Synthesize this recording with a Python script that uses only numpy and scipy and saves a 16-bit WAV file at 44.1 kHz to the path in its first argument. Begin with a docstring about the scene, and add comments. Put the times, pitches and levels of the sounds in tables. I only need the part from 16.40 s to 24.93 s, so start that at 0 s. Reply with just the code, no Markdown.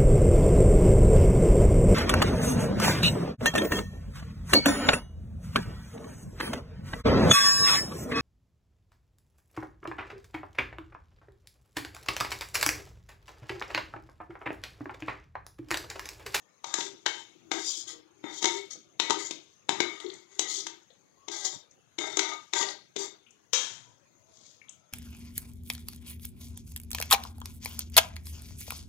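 """Faint kitchen air, then a steel spoon tapping and scraping a hand-held steel plate; at 7.1 s it drops in a steel bowl.
Taps and drop: decaying modes plus noise bursts. Scrapes: random slips, partly through the plate's modes.
Small ticks, a faint rustle and soft tones fill the gaps; hard kitchen walls echo the spoon's sounds, ticks and tones.
Left: one microphone with noise suppression. Right: only a weak hiss that follows the left level."""
import sys
import numpy as np
from scipy import signal
from scipy.fft import rfft, irfft, next_fast_len
from scipy.io import wavfile
from scipy.ndimage import uniform_filter1d, map_coordinates

SR = 44100
rng = np.random.default_rng(int(sys.argv[2]) if len(sys.argv) > 2 else 0)


def unload_wav(signal):
    """Save mono or channel-first audio to the path in sys.argv[1] as 16-bit WAV at rate SR, clipped to [-1, 1]."""
    wavfile.write(
        sys.argv[1],
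        SR,
        np.round(np.clip(np.atleast_2d(signal).T, -1, 1) * 32767).astype(np.int16),
    )


N = 376048

# kitchen air spectrum: (frequency [Hz], relative level [dB])
AIR_SPECTRUM = [(25, -39), (114, -2.5), (263, -7.5), (1260, -13.5), (2690, -18.5), (5880, -20), (6380, -6),
                (7510, -24), (16000, -31)]
# right-channel hiss spectrum: (frequency [Hz], relative level [dB])
HISS_SPECTRUM = [(30, -34.5), (120, 0.5), (350, 3), (600, -2.5), (3300, -8), (6500, -19), (15000, -26)]
# spoon blows on the plate:
# (time [s], relative level [dB], bass tilt [dB], middle tilt [dB], treble tilt [dB])
BLOWS = [(0.2427, -28.5, -10, 10.5, -6.5), (0.3401, -24, -0.5, 12.5, 3.5), (0.386, -33.5, 7.5, 21, -1.5),
         (0.407, -20.5, -11, -9, -12), (0.662, -12, -7.5, 8, -11.5), (1.1155, -19, -3, 9.5, -9),
         (1.8409, -32.5, 12.5, 7.5, -27), (2.0268, -27, 3, 4, -0.5), (2.043, -19.5, 2, 14, -2),
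         (2.0553, -16.5, -9, -4.5, -5), (2.599, -12.5, -8, 5, -9.5), (2.6987, -26, 5.5, 12, -3),
         (2.7058, -17.5, 1.5, 13.5, -3.5), (3.292, -17.5, 5, 10, -4.5), (3.4033, -13, -0.5, 9.5, -10.5),
         (3.9935, -22, 4.5, 3.5, 5), (4.883, -27.5, 7.5, 1, -7), (5.586, -23.5, -1.5, -8, -6),
         (5.7706, -24, 9.5, 14, 4), (5.7924, -15, -6.5, 4.5, -3.5), (6.135, -19, 0.5, 9.5, -4.5),
         (6.212, -27, 1, 11, -7.5), (6.5636, -24, 9, -4.5, -6)]
# glancing taps, plate rings little:
# (time [s], relative level [dB], bass tilt [dB], middle tilt [dB], treble tilt [dB])
TAPS = [(2.9093, -26, 7, 1, -3), (4.2674, -27.5, -50, 8, -2), (6.227, -20, 3, -20, -10)]
# plate modes: (frequency [Hz], relative level [dB], t60 [s])
PLATE_MODES = [(312.3, 1.5, 0.43), (344, 0.5, 0.39), (393.4, 0.5, 0.4), (640, -13.5, 0.065),
               (760.4, -7.5, 0.23), (832, -8, 0.12), (931.3, -4, 0.18), (1238, -8, 0.078),
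               (1589, -11, 0.082), (1968, -6, 0.059), (2112, -3, 0.2), (2215, -1, 0.55), (3140, -4, 0.42),
               (3580, -7.5, 0.71), (3641, 2, 0.092), (3940, 2.5, 0.2), (3850, -2, 0.26), (5130, -10, 0.15),
               (5950, -3.5, 0.17), (5940, -5, 0.64), (6290, -1, 0.25), (6300, -4, 0.15),
               (7080, -8.5, 0.012)]
# contact crack spectrum: (frequency [Hz], relative level [dB])
CRACK_SPECTRUM = [(80, -71.5), (338, -21), (575, -28), (2040, -21.5), (2720, -15), (3540, -7),
                  (4620, -13.5), (6740, -4.5), (9400, -31.5), (16000, -50)]
# plate's low hum: (time [s], level [dB])
HUM_COURSE = [(.25, -84), (.45, -57), (.62, -65), (1.05, -63.5), (1.55, -61.5), (2.4, -71), (3.2, -81),
              (3.9, -63), (4.3, -55), (4.7, -108), (6.9, -87)]
# spoon edge along the plate: (start [s], rise [s], hold [s], bright rasp level [dB], plate drone level [dB])
SCRAPES = [(0.259, 0.0028, 0.14, -50.5, -45.5), (0.369, 0.014, 0.085, -41.5, -47.5),
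           (0.669, 0.021, 0.13, -49, -47), (1.118, .01, .08, -43, -39), (1.184, 0.086, 0.14, -35.5, -91),
           (1.463, 0.013, 0.04, -42, -50.5), (1.83, 0.014, 0.088, -61.5, -42.5),
           (1.881, 0.084, 0.026, -43, -57), (2.01, 0.015, 0.16, -38, -37),
           (2.299, 0.011, 0.017, -43, -56.5), (2.61, 0.0093, 0.077, -51, -40),
           (2.692, 0.0075, 0.04, -49.5, -60), (2.775, 0.015, 0.08, -40.5, -46),
           (3.299, 0.0032, 0.31, -48, -39.5), (3.597, 0.0062, 0.23, -55.5, -50.5),
           (3.859, 0.062, 0.13, -60, -57.5), (4.005, 0.017, 0.047, -75.5, -43.5),
           (4.062, 0.041, 0.1, -34, -51), (4.906, 0.011, 0.12, -40, -43.5), (5.04, 0.011, 0.0074, -31, -39),
           (5.117, 0.0082, 0.021, -44, -51), (5.581, 0.0093, 0.21, -43.5, -36),
           (5.807, 0.025, 0.11, -45, -37), (6.128, 0.035, 0.067, -33, -30),
           (6.248, 0.032, 0.035, -43.5, -41.5), (6.559, 0.04, 0.045, -39, -41.5)]
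# rasp spectrum, also the rustle's: (frequency [Hz], relative level [dB])
RASP_SPECTRUM = [(2000, -34), (2750, -26), (3300, -8), (4200, -10), (4900, -7), (5600, -9), (6700, -2),
                 (8800, -24), (10500, -36.5), (15500, -36.5)]
# kitchen reverberation: (frequency [Hz], t60 [s])
KITCHEN_T60 = [(200, 0.35), (1000, 0.37), (4000, 0.39), (10000, 0.18), (16000, 0.21)]
# soft tones: (start [s], length [s], first frequency [Hz], last frequency [Hz], level [dB])
FAINT_TONES = [(1.033, 0.11, 334, 332, -57), (1.502, 0.12, 469, 468, -58), (4.767, 0.25, 1067, 1233, -61.5),
               (7.427, 0.13, 980, 973, -65.5), (7.787, 0.22, 655.5, 649, -68)]
# small ticks and thuds: (time [s], level [dB], pitch [Hz], t60 [s])
TICKS = [(3.6, -34, 3460, 0.033), (3.601, -43, 6850, 0.047), (3.642, -27, 352, 0.15),
         (3.663, -38, 3740, .04), (3.7, -30, 3700, 0.021), (3.738, -42.5, 6630, .04),
         (4.503, -55.5, 3680, 0.071), (6.288, -25.5, 3820, 0.023), (4.502, -38.5, 590, 0.035),
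         (5.31, -51.5, 6420, 0.05), (6.864, -56, 2840, 0.14), (6.907, -47.5, 6660, 0.03),
         (7.301, -59.5, 125, 1.2), (7.9, -64, 89.4, 0.56), (8.215, -43, 2230, 0.032),
         (8.284, -50.5, 3190, 0.087), (8.293, -34.5, 6920, 0.028)]
# rustle: (time [s], level [dB])
RUSTLE_COURSE = [(7.8, -86.5), (7.95, -62.5), (8.1, -58), (8.2, -72), (8.27, -84)]
# spoon lands in the bowl: (time [s], relative level [dB])
DROP = [(7.1325, -9.5)]
# bowl modes: (frequency [Hz], relative level [dB], t60 [s])
BOWL_MODES = [(501, -26, .35), (926, -31, .5), (1690, -26, .45), (2320, -22, .45), (3225, -14, .55),
              (3860, -12, .4), (3736, -11, .42), (5270, -10, .26), (5669, -7, .75), (5959, -8, .34),
              (6212, -12, .37), (6756, -15, .4), (14930, -20, .04)]

AIR_DB = -66
GRAZE_S = 0.005  # light touch before a blow
TAP_RING_DB = -12
START_DB, SAG_DB_PER_S, LIFT_DB_PER_S = -23.5, 50, 477.5  # scrape: first touch, sliding loss, fall on lifting
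TOP_HZ = 16100


def amp(db):
    """Gain of a level in dB."""
    return 10 ** (np.asarray(db) / 20)


def unit(x):
    """x at rms 1."""
    return x / np.sqrt(np.mean(x ** 2) + 1e-20)


def along(points, hz):
    """(frequency [Hz], value) points read on a log-frequency axis."""
    f, v = np.transpose(points)
    return np.interp(np.log(hz + 1), np.log(f + 1), v)


def filtered(x, response):
    """x times a response of frequency."""
    m = next_fast_len(len(x) + SR // 2)
    return irfft(rfft(x, m) * response(np.fft.rfftfreq(m, 1 / SR)), m)[:len(x)]


def coloured(x, spectrum):
    """x shaped by a spectrum, at rms 1."""
    return unit(filtered(x, lambda hz: amp(along(spectrum, hz))))


def patchy(x, depth_db, size=256):
    """x with patches of random gain; a larger size makes them narrower and longer."""
    z = signal.stft(x, nperseg=size)[2]
    field = uniform_filter1d(rng.standard_normal(z.shape), size=3, axis=0)
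    field = uniform_filter1d(field, size=14, axis=1)
    return signal.istft(z * amp(depth_db * unit(field)), nperseg=size)[1][:N]


def grit(rate_hz, spread_db):
    """Dense tiny slips at random moments; the pressure behind them flutters."""
    flutter_hz = 150
    knots = rng.standard_normal(int(N * flutter_hz / SR) + 4)
    flutter = map_coordinates(knots, [np.arange(N) * flutter_hz / SR])
    slips = (rng.random(N) < rate_hz / SR) * rng.standard_normal(N)
    return slips * amp(spread_db * flutter)


def course(rows):
    """Gain per sample from (time [s], level [dB]) rows; silent outside them."""
    s, db = np.transpose(rows)
    t = np.arange(N) / SR
    edge = np.clip(np.minimum(t - s[0], s[-1] - t) / 0.005, 0, 1)
    return edge * amp(np.interp(t, s, db))


def place(out, at_s, sound):
    """Add a sound into out at a time."""
    out[round(at_s * SR):][:len(sound)] += sound


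def air():
    """Kitchen air: coloured noise with slow random gain patches."""
    noise = patchy(rng.standard_normal(N), depth_db=3.2, size=1024)
    return amp(AIR_DB) * coloured(noise, AIR_SPECTRUM)


def weak_hiss(left):
    """Coloured noise whose level swells a little after the left channel's sound."""
    power = np.abs(uniform_filter1d(left ** 2, size=2600, origin=1000))  # window mostly in the past
    loud_db = 10 * np.log10(power + 1e-9)
    hiss = coloured(patchy(rng.standard_normal(N), depth_db=7.0), HISS_SPECTRUM)
    return amp(-66.0 + 6.1 * np.tanh((loud_db + 52.5) / 9)) * hiss


def strike(modes, tilt, knock_db, crack_db, shimmer_db, shimmer_t60_s, waver, scatter_db, detune, ring_db=0):
    """Light graze, then modes with a fast knock and a slow ring, plus a noise crack and dense shimmer."""
    t = np.arange(SR * 2 // 3) / SR - GRAZE_S
    hz, db, t60 = np.transpose(modes)[:, :, None]
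    level = amp(db + along(tilt, hz) + scatter_db * rng.standard_normal(hz.shape))
    hz = hz * (1 + detune * rng.standard_normal(hz.shape))
    decay = amp(ring_db - 60 * t / t60) + amp(knock_db - 60 * t / 0.018)
    steps = rng.standard_normal((len(hz), len(t) // 32 + 1))
    drift = waver * np.cumsum(steps, axis=1).repeat(32, axis=1)[:, :len(t)]  # phase random walk [rad]
    phase = 2 * np.pi * (hz * t + rng.random(hz.shape)) + drift
    ring = (level * decay * np.sin(phase)).sum(axis=0)
    burst = filtered(rng.standard_normal(len(t)), lambda f: amp(along(CRACK_SPECTRUM, f) + along(tilt, f)))
    fall = amp(crack_db - 60 * t / 0.03) + amp(shimmer_db - 60 * t / shimmer_t60_s)
    rise = np.where(t > 0, 1 - np.exp(-np.abs(t) / 0.00022), amp(-21.0 + 4500 * t))
    return (ring + fall * burst) * rise


def blows():
    """Plate taps: each lands on another spot, so tilt differs and mode levels scatter; the grip bends pitches."""
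    out = np.zeros(N + SR)
    rows = [(0, row) for row in BLOWS] + [(TAP_RING_DB, row) for row in TAPS]
    for ring_db, (s, db, bass_db, middle_db, treble_db) in rows:
        tilt = [(450, bass_db), (1000, middle_db), (2500, 0.0056), (6500, treble_db)]
        hit = strike(PLATE_MODES, tilt, knock_db=12.5, crack_db=42.0, shimmer_db=12.0, shimmer_t60_s=0.91,
                     waver=0.11, scatter_db=5.0, detune=0.009, ring_db=ring_db)
        place(out, s - GRAZE_S, amp(db - 25.5) * hit)
    return out[:N]


def plate(x, damping):
    """Plate modes as resonators, widened by the pressing spoon."""
    def response(f):
        total = 0
        for k, (centre_hz, db, t60) in enumerate(PLATE_MODES):
            width_hz = damping * np.log(1000) / (np.pi * t60)
            loss = 1j * f * width_hz
            total = total + (-1) ** k * amp(db) * loss / (centre_hz ** 2 - f * f + loss)
        return total
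    return filtered(x, response)


def pressure():
    """Rasp and drone gains: each scrape swells in, sags as it slides, dies when the spoon lifts."""
    rasp, drone = np.zeros((2, N + SR))
    t = np.arange(SR // 2) / SR
    for s, rise, hold, rasp_db, drone_db in SCRAPES:
        swell_db = START_DB * np.clip(1 - t / max(rise, 0.001), 0, 1)
        sag_db = SAG_DB_PER_S * np.clip(t - rise, 0, hold)
        lift_db = LIFT_DB_PER_S * np.maximum(t - rise - hold, 0)
        shape = amp(swell_db - sag_db - lift_db)
        place(rasp, s, amp(rasp_db) * shape)
        place(drone, s, amp(drone_db) * shape)
    return rasp[:N], drone[:N]


def scraping():
    """Spoon-edge slips: a bright rasp, the plate droning under the push, and its low hum."""
    rasp_gain, drone_gain = pressure()
    slips = coloured(patchy(grit(12000, spread_db=1.8), depth_db=2), RASP_SPECTRUM)
    slips = patchy(slips, depth_db=4, size=1024)
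    rasp = slips + amp(-8) * unit(plate(slips, damping=3))
    pushed = plate(patchy(grit(2500, spread_db=3.5), depth_db=5, size=2048), damping=1.7)
    drone = filtered(pushed, lambda hz: 1 / (1 + (hz / 3000) ** 4) / (1 + (300 / (hz + 1)) ** 6))
    hum = filtered(plate(grit(4700, spread_db=-4.5), damping=2.2), lambda hz: 1 / (1 + (hz / 450) ** 8))
    return rasp_gain * rasp + drone_gain * unit(drone) + course(HUM_COURSE) * unit(hum)


def kitchen(x, step):
    """Wall echoes: decaying noise tails, 11 ms late; a moving source gets a new tail every step samples."""
    out = np.zeros(2 * N + SR)
    for at in range(0, N, step):
        hz, t, z = signal.stft(rng.standard_normal(SR * 2 // 3), SR, nperseg=256)
        decay = amp(-60 * t / along(KITCHEN_T60, hz)[:, None])
        tail = signal.istft(z * decay, SR, nperseg=256)[1]
        wet = signal.fftconvolve(x[at:at + step], tail / np.linalg.norm(tail))
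        out[at + round(0.011 * SR):][:len(wet)] += wet
    return out[:N]


def faint():
    """Soft gliding sines, phase slightly unsteady, fading in and out."""
    out = np.zeros(N + SR)
    for s, length, first_hz, last_hz, db in FAINT_TONES:
        u = np.linspace(0, 1, round(length * SR))
        glide_hz = first_hz + (last_hz - first_hz) * u
        drift = 0.038 * np.cumsum(rng.standard_normal(len(u)))
        tone = np.sin(2 * np.pi * np.cumsum(glide_hz) / SR + drift)
        place(out, s, amp(db) * np.sqrt(np.abs(np.sin(np.pi * u))) * tone)
    return out[:N]


def ticks():
    """Damped clicks and thuds, each a narrow-band noise puff, plus a faint rustle of dense slips."""
    out, t = np.zeros(N + SR), np.arange(SR // 3) / SR
    for s, db, hz, t60 in TICKS:
        band = lambda f: np.exp(-(np.log(f / hz + 1e-9) / 0.19) ** 2)
        puff = unit(filtered(rng.standard_normal(len(t)), band))
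        place(out, s, amp(db - 60 * t / t60) * (1 - np.exp(-t * hz / 3)) * puff)
    rustle = coloured(grit(8000, spread_db=2.5), RASP_SPECTRUM)
    return out[:N] + course(RUSTLE_COURSE) * rustle


def drop():
    """The spoon falls into the bowl, which rings freely at its own modes."""
    out = np.zeros(N + SR)
    tilt = [(300, 10), (1500, 12), (3500, 2), (6000, 2.5)]  # (frequency [Hz], level [dB])
    for s, db in DROP:
        hit = strike(BOWL_MODES, tilt, knock_db=0, crack_db=14, shimmer_db=10.5, shimmer_t60_s=0.56,
                     waver=0.035, scatter_db=1.5, detune=0)
        place(out, s - GRAZE_S, amp(db - 15.0) * hit)
    return out[:N]


def suppressed(x, gate_db, share_db, memory_s, least_db):
    """Noise suppression: the noise estimate lags behind loud sound, so tails and the hush after are turned down."""
    z = signal.stft(x, nperseg=512)[2]
    power = uniform_filter1d(np.abs(z) ** 2, size=5, axis=0)
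    power = np.abs(uniform_filter1d(power, size=3, axis=1))
    keep = np.exp(-256 / SR / memory_s)  # per 256-sample hop
    lagging = signal.lfilter([1 - keep], [1, -keep], power, axis=1)
    noise = amp(2 * share_db) * lagging + amp(2 * gate_db)  # doubled dB: power
    gain = np.maximum(power / (power + noise), amp(least_db))
    return signal.istft(z * gain, nperseg=512)[1][:N]


def scene():
    """All sounds at the one microphone; thin steel sends out little deep bass."""
    thin = lambda hz: (1j * hz / (1j * hz + 115)) ** 3
    moving = filtered(blows() + scraping(), thin) + faint() + ticks()
    bowl = filtered(drop(), thin)
    walls = kitchen(moving, step=SR // 8) + kitchen(bowl, step=N)
    return np.array([moving + bowl + amp(-6.5) * walls + air(), np.zeros(N)])


def record(dry):
    """Left: amplified, noise-suppressed microphone. Right: weak hiss. Both cut off above TOP_HZ."""
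    left = suppressed(amp(4.0) * dry[0], gate_db=-93.5, share_db=-20.5, memory_s=0.066, least_db=-10.5)
    right = weak_hiss(left)
    return np.array([filtered(ch, lambda hz: hz < TOP_HZ) for ch in (left, right)])


dry = scene()
out = record(dry)
unload_wav(out)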